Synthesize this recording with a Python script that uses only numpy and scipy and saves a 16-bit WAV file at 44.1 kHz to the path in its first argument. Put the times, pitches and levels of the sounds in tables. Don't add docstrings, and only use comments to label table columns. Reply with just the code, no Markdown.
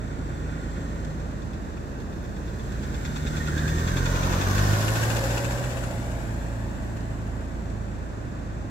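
import sys
import numpy as np
from scipy import signal
from scipy.fft import rfft, irfft
from scipy.io import wavfile
from scipy.ndimage import map_coordinates

SR = 44100
rng = np.random.default_rng(int(sys.argv[2]) if len(sys.argv) > 2 else 0)


def digitize_waveform(pressure):
    field = np.atleast_2d(pressure).T
    bounded = np.clip(field, -1, 1)
    quanta = np.round(bounded * 32767).astype(np.int16)
    wavfile.write(sys.argv[1], SR, quanta)


N = 383669
TIME = np.arange(N) / SR
BINS = np.fft.rfftfreq(N, 1 / SR)


def amp(db):
    return 10 ** (np.asarray(db) / 20)


def curve(rows, axis=1):
    rows = np.array(rows)
    return np.interp(TIME, rows[:, 0], rows[:, axis])


def read(points):
    hz, value = np.transpose(points)
    return np.interp(np.log(BINS + 1), np.log(hz + 1), value)


def drift(rate_hz):
    knots = rng.standard_normal(8192)
    return map_coordinates(knots, [TIME * 2 * rate_hz], order=2, mode="wrap")


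# frequency in Hz, left minus right in dB.
SIDE_BALANCE = [(100, -.7), (500, -1.2), (1000, -2.5), (1700, -1.2), (2800, 0), (5000, 0.1), (7500, 2),
                (10000, 5.5), (15000, 7.5)]
# frequency in Hz, likeness 0 to 1.
SIDE_LIKENESS = [(100, 0.65), (300, 0.66), (500, 0.37), (1000, 0.44), (1900, 0.5), (2800, 0.25),
                 (6000, 0.3), (9000, 0.14), (15000, .12)]


def noise(spectrum, lead_ms=0.36, left_db=0, direct=1):
    a, b, c, d = rng.standard_normal((4, len(BINS)))
    same = np.clip(read(SIDE_LIKENESS) * direct, 0, .99)
    left = a + 1j * b
    lag_share = BINS ** 4 / (BINS ** 4 + 550. ** 4)
    lag = np.exp(-2j * np.pi * BINS * lead_ms / 1000 * lag_share)
    right = (same * left + np.sqrt(1 - same ** 2) * (c + 1j * d)) * lag
    tilt = amp(read(SIDE_BALANCE) + left_db * BINS ** 2 / (BINS ** 2 + 1000 ** 2))
    low_skirt = 1 / (1 + (.8 * spectrum[0][0] / (BINS + 1)) ** 8)
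    high_skirt = 1 / (1 + (BINS / spectrum[-1][0] / 1.3) ** 8)
    size = amp(read(spectrum)) * low_skirt * high_skirt * np.sqrt(N * SR / 2 / (1 + tilt ** 2))
    return irfft(np.array([left * tilt, right]) * size, N)


def bursts(cycles, decay):
    age = (cycles % 1) / decay
    return age * np.exp(1 - age)


def throb(pulses, depth):
    gain = 1 + depth * pulses
    return gain / np.sqrt(np.mean(gain ** 2))


def whistle(hz, width_hz):
    angle = 2 * np.pi * np.cumsum(hz * np.ones(N)) / SR
    return drift(width_hz) * np.cos(angle) + drift(width_hz) * np.sin(angle)


# time in seconds, firings a second.
FIRING_RATE = [(0, 35.2), (.55, 38.8), (.9, 41.8), (1.25, 37.1), (1.6, 34.3), (2.3, 33.2), (2.8, 34.2),
               (3.15, 37.6), (3.65, 38.2), (4, 44.8), (4.35, 45.4), (4.7, 51.3), (5, 56), (5.3, 57.4),
               (5.65, 62), (6, 57.9), (7.2, 54.5), (8.7, 52.2)]
CYLINDER_STRENGTH = [0.76, 0.53, 0.52, 0.57]


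def engine_firings():
    cylinders = len(CYLINDER_STRENGTH)
    cycles = .42 + np.cumsum(curve(FIRING_RATE)) / cylinders / SR
    firings = cylinders * cycles
    strength = np.array(CYLINDER_STRENGTH)[firings.astype(int) % cylinders]
    return cycles, strength * bursts(firings, decay=0.35)


METRES_PER_FIRING, ABREAST_S = .06, 4.64


def travel():
    metres = METRES_PER_FIRING * np.cumsum(curve(FIRING_RATE)) / SR
    return metres - metres[round(ABREAST_S * SR)]


PASSES = { "bay": (-2, -0.5, 2, 7, 16), "intake": (-2.5, -4.5, 1.7, 4.5, 3),
          "rumble": (0.42, 3.8, 2.1, 8.4, 12), "front tyre": (-1.0, 1, 1.0, 35, 9.5),
          "tyres": (0.5, -2, 2.5, 16.5, 17.5), "overtones": (2, -46.5, 2.5, 3, 13),
          "turbo hiss": (0.9, 5.8, 1.14, 24, 11.4), "tail": (1.52, .2, 2.45, 26, 9.1)}


def sweep(road, at_m, db, width_m, coming_db, going_db):
    doublings = np.log2(np.hypot(1, (road - at_m) / width_m))
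    return amp(db - doublings * np.where(road < at_m, coming_db, going_db))


# multiple of the firing rate, then the five columns of PASSES with the level as rms dB.
BOOM_LINES = [(1, -1.4, -29.5, 0.89, 14, 8.7), (2, -2.5, -29.5, 0.64, 9.8, 6.4),
              (3, -1.7, -32, 0.81, 12, 6.4), (4, -0.5, -35.5, 1.19, 5.1, 10),
              (6, -1.9, -43.5, 1.6, 5.6, 6.9), (7, 1, -44.5, 2, 3.8, 8.5), (8, -3, -46.5, 0.99, 7.3, 9),
              (1, 0, -30, 0.5, 12, 5.3), (2, 0.2, -24, 0.9, 8.3, 4.48), (3, 0, -31, 0.36, 16, 6.2),
              (7, 0.5, -38, 0.29, 18, 10)]
# time in seconds, load in dB.
THROTTLE_LOAD = [(0, 2), (.8, 3), (1.5, -6), (2.2, -13.5), (2.7, -5.5), (3.4, -0.5), (5.6, -0.5), (6.2, -3)]
BOOM_PER_LOAD = 0.15
DRONE_HZ, DRONE_WIDTH_HZ, DRONE_DB = 155.4, 8.4, 12


def diesel_boom(cycles, road):
    firings = 4 * cycles - .35
    rate, facing = curve(FIRING_RATE), np.clip(-road, 0, 1)
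    boom = np.zeros(N)
    for order in sorted({round(row[0]) for row in BOOM_LINES}):
        paths = [path for multiple, *path in BOOM_LINES if round(multiple) == order]
        power = sum(sweep(road, *path) ** 2 for path in paths)
        unsteady = 1 + .04 * drift(4.)
        closeness = 1 / (1 + ((order * rate - DRONE_HZ) / DRONE_WIDTH_HZ) ** 2)
        drone = amp(DRONE_DB * facing * closeness)
        boom -= np.sqrt(power) * drone * unsteady * np.cos(2 * np.pi * order * firings)
    halves = range(9, 29)
    overtones = np.zeros(N)
    for k in halves:
        unsteady = 1 + 0.24 * drift(2.5)
        strength = amp(-8. * (k % 2)) * (halves[0] / k) ** 0.63
        overtones += unsteady * strength * np.sin(np.pi * (k * firings + 2 * rng.random()))
    boom += sweep(road, *PASSES["overtones"]) * overtones
    load = amp(BOOM_PER_LOAD * curve(THROTTLE_LOAD))
    return np.sqrt(2) * boom * load * amp([[-.3], [.3]])


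# frequency in Hz, level in dB per Hz.
BAY_NOISE = [(190, -58.5), (340, -58), (550, -72.5), (760, -76), (1020, -65.5), (1650, -76), (2250, -78),
             (2600, -82), (3000, -81.5), (3600, -80.5), (4800, -84), (6200, -86), (7600, -78.5),
             (9300, -94.5), (12000, -94), (15500, -97)]
INTAKE_NOISE = [(1200, -87), (1410, -67), (1650, -68.5), (1850, -70), (2200, -78)]
TAIL_NOISE = [(190, -80), (450, -66), (560, -68), (850, -62.5), (1250, -72), (1600, -70), (2200, -74.5),
              (2800, -78.5), (4500, -86.5), (6300, -85.5), (7600, -76), (8800, -89), (11300, -91.5),
              (15500, -94)]
# frequency in Hz, width in Hz, then the five columns of PASSES, before load and side balance.
INTAKE_WHINES = [(1434, 45, -1.4, -45, 0.42, 3.6, 8.4), (1572, 30, -2, -46.5, 0.56, 8.9, 10),
                 (1830, 30, -2, -49, 1, 4.6, 10)]
# frequency in Hz, width in Hz,
# then the five columns of PASSES, before load.
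BAY_SIZZLE = (6150, 229.5, -0.9, -45, 1.46, 9, 22)


def diesel_clatter(pulses, road):
    bay = noise(BAY_NOISE, lead_ms=0.52, left_db=1.5, direct=2.2)
    bay = bay * sweep(road, *PASSES["bay"]) * throb(pulses, depth=0.44)
    intake = noise(INTAKE_NOISE, lead_ms=0.59, left_db=-3.0, direct=1.27)
    intake = intake * sweep(road, *PASSES["intake"]) * amp(2. * drift(13.0))
    whines = sum(whistle(hz, width_hz) * sweep(road, *path) for hz, width_hz, *path in INTAKE_WHINES)
    whines = whines * amp([[-5.], [3.]])
    tail = noise(TAIL_NOISE, lead_ms=-0.24, left_db=7.5, direct=1.0)
    tail = tail * sweep(road, *PASSES["tail"]) * throb(pulses, depth=0.45)
    hz, width_hz, *path = BAY_SIZZLE
    sizzle = np.array([whistle(hz, width_hz) for side in range(2)]) * sweep(road, *path)
    return (bay + intake + whines + sizzle) * amp(curve(THROTTLE_LOAD)) + tail


# time in seconds, force in dB.
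KNOCK_BLOWS = [(1.201, -23), (1.311, -23), (1.422, -21), (1.536, -20), (1.651, -28), (1.773, -25),
               (2.004, -21), (2.13, -25), (2.249, -23), (2.366, -21), (2.482, -22), (2.598, -18),
               (2.722, -20), (2.834, -15.5), (2.947, -12.5), (3.054, -7.5), (3.164, -8), (3.27, -8),
               (3.37, -7), (3.476, -7.5), (3.582, -6), (3.683, -4.5), (3.786, -10), (3.88, -3),
               (3.973, -3.5), (4.06, -2), (4.156, -6), (4.234, -4.5), (4.329, -3.5), (4.413, -2.5),
               (4.583, -2), (4.736, -3), (4.815, -8), (4.884, -0.5), (4.958, -4), (5.032, -0.5),
               (5.103, -.5), (5.168, -.5), (5.241, -5), (5.309, -2.5), (5.379, -2.5), (5.447, -3),
               (5.512, -5), (5.576, -9.5), (5.642, -7.5), (5.707, -10), (5.772, -8.5), (5.838, -10),
               (5.911, -13), (6.117, -14.5), (6.76, -25), (6.83, -24), (6.97, -17.5), (7.27, -23),
               (7.41, -24)]
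# time in ms from the knock's own time, strength.
KNOCK_CONTACTS = [(-7.5, 0.45), (-2.4, 1.08), (4, 0.55)]
# frequency in Hz, level in dB per Hz.
KNOCK_AHEAD = [(900, -63), (1700, -61.5), (2200, -66.5), (2550, -60.5), (3050, -82), (3350, -61),
               (3570, -65.5), (3850, -71), (4400, -70.5), (6000, -72.5), (7400, -68.5), (9200, -102),
               (12000, -86), (15500, -98)]
KNOCK_BESIDE = [(700, -91), (1500, -57), (2100, -72), (2700, -59), (3200, -72), (5200, -75.5),
                (7400, -67.5), (9200, -82.5), (11400, -78), (15500, -90)]
CONTACT_SCATTER_MS, KNOCK_DECAY_S = 0.55, 0.012
KNOCK_TURN_AT_M, KNOCK_TURN_M = -0.18, 2
BLOCK_HZ, BLOCK_WIDTH_HZ, BLOCK_DB = 3610, 99, -40.5
BLOCK_HIDDEN_AT_M, BLOCK_HIDDEN_M = -1.1, 0.55


def diesel_knock(road):
    power, age = np.zeros(N), np.arange(4096) / SR
    scatter = rng.standard_normal((len(KNOCK_BLOWS), len(KNOCK_CONTACTS)))
    for (s, db), slips in zip(KNOCK_BLOWS, scatter):
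        for (ms, share), slip in zip(KNOCK_CONTACTS, slips):
            start = round((s + (ms + CONTACT_SCATTER_MS * slip) / 1000) * SR)
            power[start:][:len(age)] += (share * amp(db) * np.exp(-age / KNOCK_DECAY_S)) ** 2
    beside = np.clip(.5 + (road - KNOCK_TURN_AT_M) / KNOCK_TURN_M, 0, 1)
    beside = np.clip(beside + .2 * drift(9.), 0, 1)
    ring = whistle(BLOCK_HZ * (1 + .015 * drift(6.)), BLOCK_WIDTH_HZ) * amp(BLOCK_DB + 1.5 * drift(13.0))
    ring = ring / (1 + np.exp((road - BLOCK_HIDDEN_AT_M) / BLOCK_HIDDEN_M))
    ahead = noise(KNOCK_AHEAD, lead_ms=0.514, left_db=0.0, direct=0.86) + ring
    side = noise(KNOCK_BESIDE, lead_ms=-0.13, left_db=6.5)
    return (ahead * np.sqrt(1 - beside) + side * np.sqrt(beside)) * np.sqrt(power)


# middle in seconds, length in seconds,
# frequency in Hz, width in Hz, level in dB before the side balance.
RASP_GULPS = [(3.411, 0.026, 1830, 30, -38), (3.487, 0.022, 1420, 80, -36.5),
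              (3.63, 0.2, 1634, 110.3, -39.5)]


def intake_rasps():
    out = np.zeros(N)
    for s, length, hz, width_hz, db in RASP_GULPS:
        window = 1 / (1 + ((TIME - s) / (length / 2)) ** 8)
        out += whistle(hz, width_hz) * amp(db) * window
    return out * amp([[-4.], [2.5]])


GRIT_PER_S, GRIT_STRENGTH, GRIT_DECAY_S = 220, 1.0, .0013


def crunch():
    snaps = (rng.random(N) < GRIT_PER_S / SR) * np.minimum(rng.exponential(1, N), 3)
    keep = np.exp(-1 / (GRIT_DECAY_S * SR))
    power = 1 + GRIT_STRENGTH * signal.lfilter([1], [1, -keep], snaps)
    return np.sqrt(power / power.mean())


# frequency in Hz, level in dB per Hz.
FRONT_TYRE_ROAR = [(380, -80), (470, -66.5), (620, -59.5), (800, -69), (1030, -61.5), (1250, -66),
                   (1480, -64), (1750, -83), (2300, -76), (3000, -77)]
TYRE_ROLL = [(190, -63), (450, -63.5), (800, -62), (1050, -61.5), (1250, -65), (1520, -59), (2200, -72),
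             (2700, -71.5), (3200, -73.5), (6200, -71.5), (7600, -75), (9300, -84), (11600, -77.5),
             (15500, -83)]
# frequency in Hz, width in Hz, then the five columns of PASSES.
TREAD_HUMS = [(551.5, 42, 1.7, -35, 1.8, 21, 11.6), (595, 24, 1.9, -46.5, 0.76, 19, 4.3),
              (660, 22, 4.4, -46.5, 0.85, 14, 2.9)]


def tyres(pulses, road):
    front = noise(FRONT_TYRE_ROAR, lead_ms=0.4, left_db=7.0, direct=0.82) * sweep(road, *PASSES["front tyre"])
    grit = crunch() * amp(.6 * drift(12.))
    roll = noise(TYRE_ROLL, lead_ms=0.399, left_db=0.5, direct=0.45) * sweep(road, *PASSES["tyres"])
    roll = roll * grit * throb(pulses, depth=0.3)
    hums = sum(whistle(hz, width_hz) * sweep(road, *path) for hz, width_hz, *path in TREAD_HUMS)
    return front + roll + hums


BOUNCE_FAR_MS, BOUNCE_EXTRA_MS, BOUNCE_AT_M, BOUNCE_WIDTH_M = 0.492, 2.342, 0.53, 1.76


def bounced(x, road, gain):
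    delay_ms = BOUNCE_FAR_MS + BOUNCE_EXTRA_MS / np.hypot(1, (road - BOUNCE_AT_M) / BOUNCE_WIDTH_M)
    late = np.arange(N) - delay_ms * SR / 1000
    echo = np.array([np.interp(late, np.arange(N), side) for side in x])
    return (x + gain * echo) / np.sqrt(1 + gain ** 2)


# start in seconds, level in dB before the decay,
# frequency in Hz, decay in seconds.
STONE_BUMP = (5.6111, -22, 660, .0026)


def bump():
    s, db, hz, decay_s = STONE_BUMP
    age = np.maximum(TIME - s, 0)
    return -amp(db) * np.exp(-age / decay_s) * np.sin(2 * np.pi * hz * age)


# frequency in Hz, level in dB per Hz.
ARCH_HISS = [(9800, -103), (10800, -82.5), (11400, -80), (12300, -100), (13500, -105)]
# time in seconds, pitch in Hz, level in dB before the side balance.
TURBO_WHISTLE = [(4.8, 9330, -92), (5.3, 9900, -72), (5.85, 10950, -59), (6.15, 11200, -67),
                 (6.55, 11380, -79), (6.86, 11150, -83), (6.98, 10880, -76), (7.45, 10820, -81),
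                 (7.9, 10700, -95)]


def turbo(road):
    hiss = noise(ARCH_HISS, left_db=14.0) * sweep(road, *PASSES["turbo hiss"])
    thin = whistle(curve(TURBO_WHISTLE), width_hz=110.0) * amp(curve(TURBO_WHISTLE, axis=2))
    return hiss + thin * amp([[1.5], [-7.]])


IDLE_HZ = 27.29
# multiple of its crankshaft speed, rms level in dB
IDLE_HUM = [(1, -49.5), (2, -35.5), (3, -41), (4, -43.5), (5, -52.5), (6, -49.5), (7, -51), (8, -53.5),
            (9, -52), (10, -52), (11, -56), (12, -65.5), (13, -62)]
# time in seconds, gain in dB.
IDLE_HUM_LEVEL = [(0, 0), (.8, 0), (2, -5), (2.7, 0.5), (4, -2.5), (7.5, 1.5), (8.1, -3)]
# frequency in Hz, level in dB per Hz.
IDLE_ENGINE_NOISE = [(190, -61), (330, -66), (450, -72), (580, -68.5), (760, -74), (1000, -76.5),
                     (1220, -77.5), (1600, -79), (2200, -90.5), (2600, -88), (3100, -95), (3700, -95.5),
                     (5000, -96.5), (7600, -95.5), (9300, -111), (11300, -108), (15500, -121)]


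def idling_car():
    turns = np.cumsum(IDLE_HZ * (1 + .0017 * drift(3.))) / SR
    hum = np.zeros(N)
    for order, db in IDLE_HUM:
        unsteady = 1 + .02 * order * drift(1.2)
        hum += np.sqrt(2) * amp(db) * unsteady * np.sin(2 * np.pi * (order * turns + rng.random()))
    hum = hum * amp(curve(IDLE_HUM_LEVEL)) * amp([[-1.7], [1.4]])
    flutter = throb(bursts(turns, decay=.22), depth=.22)
    return hum + noise(IDLE_ENGINE_NOISE, lead_ms=0.484, left_db=0.5) * flutter


# frequency in Hz, level in dB per Hz.
CABIN_RUMBLE = [(15, -91), (28, -80), (40, -58.5), (75, -56), (140, -58.5), (180, -66.5), (200, -65),
                (300, -130)]
CABIN_DB = -2


def cabin_rumble(road):
    return noise(CABIN_RUMBLE) * np.hypot(amp(CABIN_DB), sweep(road, *PASSES["rumble"]))


# start in seconds, peak in dB, centre in Hz, width in octaves.
SNAPS = [(1.048, -37, 3100, 2.5), (1.773, -43, 2520, .3), (7.0064, -41, 3100, 2.2),
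         (7.7014, -44, 3100, 2.5)]


def ticks():
    out = np.zeros((2, N))
    age = np.arange(2048) / SR
    for s, db, hz, octaves in SNAPS:
        edges = np.minimum(hz * 2 ** (np.array([-.5, .5]) * octaves), .45 * SR)
        band = signal.butter(3, edges, "bandpass", fs=SR, output="sos")
        snap = signal.sosfilt(band, rng.standard_normal((2, len(age))) * np.exp(-age / 0.0056))
        out[:, round(s * SR):][:, :len(age)] += amp(db) * snap / abs(snap).max()
    return out


def scene():
    road = travel()
    cycles, pulses = engine_firings()
    passing = bounced(diesel_clatter(pulses, road) + tyres(pulses, road), road, gain=.27)
    diesel = diesel_boom(cycles, road) + diesel_knock(road) + passing
    diesel = diesel + intake_rasps() + turbo(road) + bump()
    return diesel + idling_car() + cabin_rumble(road) + ticks()


# delay in ms, gain before the bass is taken out.
FRAME_ECHOES = [
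    [(.45, 0.054), (1.66, 0.076), (3.1, 0.012)],
    [(.59, 0.14), (1.25, 0.018), (2.6, 0.022)],
]
# frequency in Hz, gain in dB.
OPENING_COLOUR = [(560, 0), (700, -1.3), (800, 0), (980, 0.5), (1100, 0.7), (1290, -1), (1500, 0.1),
                  (2000, 0), (2300, -0.3), (2700, 0.5), (3120, -1.5), (3550, 2.5), (3950, 0.5), (4250, 1.5),
                  (4800, -1), (5250, 0), (5650, 0.5), (6200, 0), (6750, -0.5), (7400, 1), (8400, -1.5),
                  (9000, -1)]
EDGE_HZ = 15800


def record(dry):
    too_long = 1 + (300 / (BINS + 1)) ** 2
    colour = []
    for side in FRAME_ECHOES:
        echoes = sum(gain * np.exp(-2j * np.pi * BINS * ms / 1000) for ms, gain in side)
        colour.append(1 + echoes / too_long)
    heard = irfft(rfft(dry) * np.array(colour) * amp(read(OPENING_COLOUR)), N)
    treble_cut = signal.firwin(511, EDGE_HZ, window=("kaiser", 9), fs=SR)
    return signal.oaconvolve(heard, treble_cut[None], "same")


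dry = scene()
out = record(dry)
digitize_waveform(out)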